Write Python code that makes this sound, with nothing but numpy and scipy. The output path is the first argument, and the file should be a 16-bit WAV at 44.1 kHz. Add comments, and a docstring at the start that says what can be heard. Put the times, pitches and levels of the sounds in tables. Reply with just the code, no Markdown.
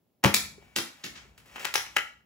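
"""A small, bare room, where two spaced microphones hear a plastic lever-action toy gun fired and cocked.
The spring drives the piston home with a hollow pop; the dart smacks the wall and drops to the floor
while the spring sings on. The hands change grip, then the lever scrapes open and the action clacks
against its stops. The walls return one clear echo and a short tail; sleeves rumble underneath."""
import sys
import numpy as np
from scipy import signal
from scipy.fft import rfft, irfft, next_fast_len
from scipy.io import wavfile
from scipy.ndimage import uniform_filter1d

SR = 44100
rng = np.random.default_rng(int(sys.argv[2]) if len(sys.argv) > 2 else 0)


def log_audio(samples):
    """Write samples as a 16-bit WAV file to the path given in sys.argv[1]."""
    # one column per channel
    frames = np.atleast_2d(samples).T
    # limit to full scale, then quantise
    limited = np.clip(frames, -1, 1)
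    pcm = np.round(limited * 32767).astype(np.int16)
    wavfile.write(sys.argv[1], SR, pcm)


N = 99225
TIME = np.arange(N) / SR
FFT_SIZE = next_fast_len(2 * N)
HZ = np.maximum(np.arange(FFT_SIZE // 2 + 1) * SR / FFT_SIZE, 1)
SHOT_S = .2465  # the piston has just slammed home


# Hard hits of trigger, catch, piston, dart, grip and lever: (time [s], level [dB], t60 [s],
# relative bass [dB], middle [dB], treble [dB], top [dB], pan to the left [dB], room send [dB])
CONTACTS = [ (0.2290, -15.5, 0.045, 6, 10, -6, -25, 2, 0), (0.2372, 11.5, .020, 2, 3, -14.5, -6, -3, 5),
            (0.2386, 7, 0.022, 17.5, 10.5, 3, -1, 2.5, -31),
            (0.2463, 17, 0.0089, -19, 8, -11.5, -28, 8.5, -24),
            (0.2520, 6.5, 0.037, 14, -1, -3.5, -56, -9, 5),
            (0.2600, 12, 0.025, 17.5, -2, -11, -15.5, 2, -10),
            (0.3411, 10.5, 0.0063, -25, -33, -4.5, 5, 0.5, -1.5),
            (0.3448, 8.5, 0.0036, -6, -4, 7.5, 3, 4, 0.5), (0.6220, -31, 0.031, 9, 18, -14, -18, 2, 1),
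            (0.6780, -32, 0.04, -4, 15.5, -10.5, -17, 1.5, -19.5),
            (0.7561, -14, 0.058, 4, -11.5, 11, -3, -6, 2.5),
            (0.7617, -1.5, 0.0093, -14, -32, 8, 1, 4, -3.5), (0.7644, 0, 0.0034, 7.5, 0, 0, -0.5, 2, 9.5),
            (1.036, -3, 0.057, -11.5, -13.5, 0.5, -17, 4, 3),
            (1.0430, -10.5, 0.0027, 10.5, -0.5, -11, -4, -9, 9),
            (1.1500, -16.5, 0.078, -4.5, -6.5, -4, -21, 14.5, 11.5),
            (1.3762, -18.5, 0.037, -9.5, -9.5, -4.5, -2.5, 3, 0.5),
            (1.4572, -27, 0.027, 2.5, 2, -7, -2.5, 9, 3), (1.5586, -5.5, 0.013, -8, 4, -16, -21.5, 7, 5.5),
            (1.5953, -16, 0.0077, -14, -4.5, -3.5, 0.5, 5, -3.5),
            (1.6458, 2, 0.021, -18.5, 0, -6, -12.5, 1, 4.5),
            (1.6506, 6.5, 0.022, -17, 1.5, -7.5, -5.5, 11, -10),
            (1.7394, 5.5, 0.014, -18.5, -3, -1, -1, -0.5, 2.5),
            (1.7539, 11, 0.0097, -14, 3, -25, -28, 7.5, -5), (1.7571, 7, 0.005, -10, 1.5, -5, -4, 7, 1.5),
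            (1.8640, -9.5, .020, -12, -5, -27, -23, 10, -0.5),
            (1.9570, -14, 0.062, -6, -18, 4.5, -10.5, 4, -7),
            (1.9637, 17, 0.0219, -26, -2, -18, -12.5, 3.5, -6),
            (1.9676, 14, 0.013, -10.5, -3.5, -9.5, -29.5, 4, -4.5),
            (1.9829, 4.5, 0.015, -15.5, -1.5, -12, -22, 10, -22), ]
# Spectrum common to all the hits: (frequency [Hz], level [dB])
CONTACT_COLOUR = [(40, -26.5), (100, -13), (200, -7), (330, -2), (480, -5.5), (900, -3), (1500, -0.5),
                  (2100, -1), (3000, -2.5), (3800, -1), (5500, -3.5), (7500, -4), (11000, -5), (16000, -9)]
# Corners of each hit's own tone curve, bass to top: (frequency [Hz])
TONE_CORNERS = (220, 750, 1400, 3050, 3600, 6500, 11000)
def contacts(size=8192):
    """Each contact is a short burst coloured by the parts that meet."""
    hz = np.maximum(np.arange(size // 2 + 1) * SR / size, 1)
    feeds = 0
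    for start, db, t60, bass, middle, treble, top, pan_db, room_db in CONTACTS:
        tone = list(zip(TONE_CORNERS, (bass, middle, 0, 0, treble, treble, top)))
        colour_db = at_hz(tone, hz) + at_hz(CONTACT_COLOUR, hz)
        hit = irfft(rfft(burst(t60, size)) * minimum_phase(db + colour_db))
        feeds += send(starting(start, hit), pan_db, room_db)
    return feeds


def burst(t60, size):
    """A dying crackle of micro-impacts with an even spectrum and unit energy."""
    age = np.arange(size) / SR / t60
    fade = from_db(-60 * age) * (1 - np.exp(-age / .098))  # rises in about a tenth of t60
    crackle = rng.standard_normal(size) * fade
    for _ in range(3):  # flatten the spectrum, then restore the decay
        flat = irfft(np.exp(1j * np.angle(rfft(crackle))))
        crackle = flat * np.sqrt(fade)
    return crackle / np.linalg.norm(crackle)


# Modes of the hollow plastic body: (frequency [Hz], relative level [dB], t60 [s])
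BODY_MODES = [(105, -7, .18), (133, -2, .2), (186, -2, .2), (201, -7, .46), (254, -10, .23), (321, -8, .18),
              (431, -16, .28), (555, -4, .2), (690, -13, .2), (850, -5, .22), (899, -10, .25),
              (945, -8, .2), (1132, -14, .3), (1192, -14, .3)]
# Modes of the spring: (frequency [Hz], relative level [dB], t60 [s])
SPRING_MODES = [(1954, 10, .62), (2094, 13, .48), (2275, 2, 2.6)]
def shot():
    """The air pops out of the barrel; the hollow body and the spring ring on, left of centre."""
    pop = send(thump(start=.252, db=-8, hz=127.5, t60=.065, rise_s=.002), pan_db=1, room_db=-16)
    body = send(from_db(-19.5) * ring(SHOT_S, BODY_MODES), pan_db=5, room_db=-25)
    spring = send(from_db(-56.5) * ring(SHOT_S, SPRING_MODES), pan_db=6, room_db=-12)
    return pop + body + spring


# Pings on the sharpest hits: (time [s], level [dB], frequency [Hz], t60 [s])
SNAPS = [ (0.3414, -7.5, 2340, 0.0085), (0.3457, -27.5, 2150, .005), (0.7620, -13.5, 2940, 0.0066),
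         (1.7571, -8, 5520, 0.0034), (1.9677, -27, 3100, 0.002), ]
def snaps():
    """The dart, the grip and the small parts of the action ring for an instant when struck."""
    pings = sum(ring(start, [(hz, db, t60)]) for start, db, hz, t60 in SNAPS)
    return send(pings, pan_db=3.5, room_db=-1.5)


# Modes of the lever and its housing: (frequency [Hz], relative level [dB], t60 [s])
LEVER_MODES = [(395, -3, .09), (540, -2, .08), (752, -8, .14), (1332, -3, .18), (1432, 0, .3),
               (1610, 1, .2), (1712, -2, .18), (1858, 1, .2), (1956, 1, .36), (2016, 1, .28),
               (2126, -1, .3), (2443, -4, .18), (2532, -2, .24), (2884, -5, .12), (3038, -3, .14)]
# The action meets its stops: (time [s], level [dB])
LEVER_STOPS = [(1.652, -42.5), (1.755, -38.5), (1.965, -34.5)]
def lever():
    """Each stop sets the lever and housing ringing, almost dry, so it sounds close."""
    ringing = sum(from_db(db) * ring(start, LEVER_MODES) for start, db in LEVER_STOPS)
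    return send(ringing, pan_db=5.5, room_db=-29.5)


# Course of the scraping, loudest as the lever opens: (time [s], level [dB])
SCRAPE_LEVEL = [(0, -98), (.5, -93), (.62, -63.5), (.72, -66.5), (.95, -62), (1.01, -58), (1.25, -62),
                (1.34, -71.5), (1.44, -67.5), (1.47, -58.5), (1.553, -53), (1.563, -42), (1.585, -56),
                (1.6, -40), (1.68, -46), (1.73, -56), (1.88, -58), (1.97, -57.5), (2.25, -108)]
# Spectrum of the scraping: (frequency [Hz], level [dB])
SCRAPE_COLOUR = [(100, -12.5), (300, -5), (600, 0), (1300, 0.5), (2600, 3.5), (3800, -6.5), (7000, -9),
                 (11000, -10.5), (16000, -11)]
def scrape(slips_per_s=4600):
    """Plastic slides on plastic in a stream of tiny random slips."""
    slips = (rng.random(N) < slips_per_s / SR) * rng.choice([-1, 1], N)
    return send(shaped(slips, SCRAPE_COLOUR) * envelope(SCRAPE_LEVEL), pan_db=2, room_db=-7)


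# Soft knocks, centred between the microphones: (time [s], level [dB], frequency [Hz], t60 [s])
KNOCKS = [ (0.58, -26, 410, 0.025), (0.766, -32, 338, 0.26), (1.040, -41.5, 193, 0.13),
          (1.250, -42.5, 403, 0.039), (1.757, -33.5, 434, 0.071), (1.968, -26.5, 379, 0.042), ]
def knocks():
    """Hands on the gun and the falling dart make dull, low knocks."""
    return send(sum(thump(*row, rise_s=.011) for row in KNOCKS), pan_db=0, room_db=-13)


# Decay of the bare room: (frequency [Hz], t60 [s])
ROOM_T60 = [(60, .55), (150, .45), (400, 0.33), (1000, 0.36), (2000, 0.37), (4000, 0.35), (8000, 0.34),
            (15000, 0.26)]
def room(sound, build_s=.0017, echo_s=.0222, echo_db=-10.5):
    """One clear wall echo and a dense tail that dies band by band."""
    noise = rfft(diffuse_noise(), FFT_SIZE)
    centres, decays = np.transpose(ROOM_T60)
    tail = 0
    for share, t60 in zip(np.eye(len(centres)), decays):
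        band_gain = np.interp(np.log(HZ), np.log(centres), share)
        band = irfft(noise * band_gain, FFT_SIZE)[:, :N]
        fade = from_db(-60 * TIME / t60) * (1 - np.exp(-TIME / build_s))
        tail += band * fade / np.linalg.norm(fade)
    echo = from_db(echo_db) * starting(echo_s, sound)
    return filtered(sound, rfft(evened(tail), FFT_SIZE)) + echo


def evened(tail, width_hz=60):
    """Smooth away the stray peaks in a dense tail's spectrum."""
    spectrum = rfft(tail, FFT_SIZE)
    bins = width_hz * FFT_SIZE / SR
    power = uniform_filter1d(np.mean(abs(spectrum) ** 2, axis=0), size=int(bins))
    broad_power = uniform_filter1d(power, size=int(10 * bins))
    return irfft(spectrum * np.sqrt(broad_power / power), FFT_SIZE)[:, :N]


# Likeness of the room sound at the two microphones: (frequency [Hz], correlation [0-1])
MIC_LIKENESS = [(60, .97), (200, 0.7), (450, .55), (1000, 0.12), (3000, .35), (7000, 0.13), (12000, 0.9)]
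def diffuse_noise():
    """White stereo noise, alike in the bass and at the very top, less so in between."""
    alike = at_hz(MIC_LIKENESS, HZ)
    mid, side = filtered(rng.standard_normal((2, N)), np.sqrt([(1 + alike) / 2, (1 - alike) / 2]))
    return np.array([mid + side, mid - side])


# Course of the handling rumble: (time [s], level [dB])
RUMBLE_LEVEL = [(.25, -62), (.53, -54.5), (.66, -62), (1.03, -73), (1.13, -57.5), (1.35, -62),
                (1.55, -60.5), (1.9, -63.5), (2.25, -75)]
# Spectrum of the rumble: (frequency [Hz], level [dB])
RUMBLE_COLOUR = [(20, -20), (38, -14.5), (55, 1), (90, -8), (180, -9.5), (400, -21), (1000, -23.5),
                 (4000, -53)]
def rumble():
    """Sleeves and hands make a low rumble from the shot onwards."""
    gain = (TIME > SHOT_S) * envelope(RUMBLE_LEVEL)
    return panned(gain * shaped(diffuse_noise(), RUMBLE_COLOUR), pan_db=2.5)


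# Spectrum of the quiet background: (frequency [Hz], level [dB])
ROOM_TONE_COLOUR = [(30, -7.5), (150, 5.5), (700, -6), (1500, -19.5), (4000, -22), (8000, -26),
                    (16000, -15.5)]
def room_tone():
    """A faint, steady, mostly low noise at both microphones."""
    return from_db(-73) * shaped(diffuse_noise(), ROOM_TONE_COLOUR)


def ring(start, modes):
    """Damped sines of alternating sign, struck at one moment."""
    partials = (
        (-1) ** k * from_db(db - 60 * TIME / t60) * np.sin(2 * np.pi * hz * TIME)
        for k, (hz, db, t60) in enumerate(modes))
    return starting(start, sum(partials))


def thump(start, db, hz, t60, rise_s):
    """One damped tone with a soft start."""
    fade = from_db(db - 60 * TIME / t60) * (1 - np.exp(-TIME / rise_s))
    return starting(start, fade * np.sin(2 * np.pi * hz * TIME))


def from_db(db):
    """Decibels to gain."""
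    return 10 ** (np.asarray(db) / 20)


def at_hz(points, hz):
    """Read a table on a log-frequency axis."""
    corners, values = np.transpose(points)
    return np.interp(np.log(hz), np.log(corners), values)


def envelope(points):
    """Gain over time from (time [s], level [dB]) rows."""
    return from_db(np.interp(TIME, *np.transpose(points)))


def filtered(sound, response):
    """Apply a frequency response."""
    return irfft(rfft(sound, FFT_SIZE) * response, FFT_SIZE)[..., :N]


def minimum_phase(db):
    """Causal response for a dB curve: nothing sounds early."""
    cepstrum = irfft(np.log(from_db(db)))
    half = len(cepstrum) // 2
    cepstrum[1:half] *= 2
    cepstrum[half + 1:] = 0
    return np.exp(rfft(cepstrum))


def shaped(sound, colour):
    """Give a sound a spectrum, at unit rms."""
    sound = filtered(sound, from_db(at_hz(colour, HZ)))
    return sound / sound.std()


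def starting(start, sound):
    """Delay a sound by start seconds."""
    return np.pad(sound, (int(start * SR), N))[:N]


def send(sound, pan_db, room_db):
    """Split a source into left, right and room feeds."""
    return from_db([[pan_db / 2], [-pan_db / 2], [room_db]]) * sound


def panned(stereo, pan_db):
    """Lean a stereo sound to the left."""
    return from_db([[pan_db / 2], [-pan_db / 2]]) * stereo


# How far the left microphone leads the right: (frequency [Hz], phase [rad])
LEFT_LEAD = [(500, 1), (1000, 1.22), (2000, 1.26), (4200, 1.5), (7500, 0.26), (10500, 1.5), (16000, 1.5)]
def scene():
    """Direct sound and room reach two spaced microphones, over handling rumble and room tone."""
    feeds = contacts() + shot() + snaps() + lever() + scrape() + knocks()
    direct, room_feed = feeds[:2], feeds[2]
    gun = direct + panned(room(room_feed), pan_db=.77)
    lead = at_hz(LEFT_LEAD, HZ) * np.tanh(HZ / 350) ** 2  # the bass arrives in phase
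    spacing = np.exp(.5j * lead * np.array([[1], [-1]]))
    return filtered(gun, spacing) + rumble() + room_tone()


# Two narrow dips in the treble, near 9 and 13 kHz: (frequency [Hz], width [Hz], level [dB])
TREBLE_DIPS = [(9044, 1136, -17.5), (13280, 1700, -14)]
def record(dry):
    """The treble has two narrow dips; the deep bass and the top are cut."""
    dips_db = sum(db / (1 + (2 * (HZ - hz) / width) ** 4) for hz, width, db in TREBLE_DIPS)
    low_cut = signal.butter(3, 52, "high", fs=SR, output="sos")
    top_cut = signal.ellip(10, .2, 80, 15700, fs=SR, output="sos")
    return signal.sosfilt(np.vstack([low_cut, top_cut]), filtered(dry, minimum_phase(dips_db)))


dry = scene()
out = record(dry)
log_audio(out)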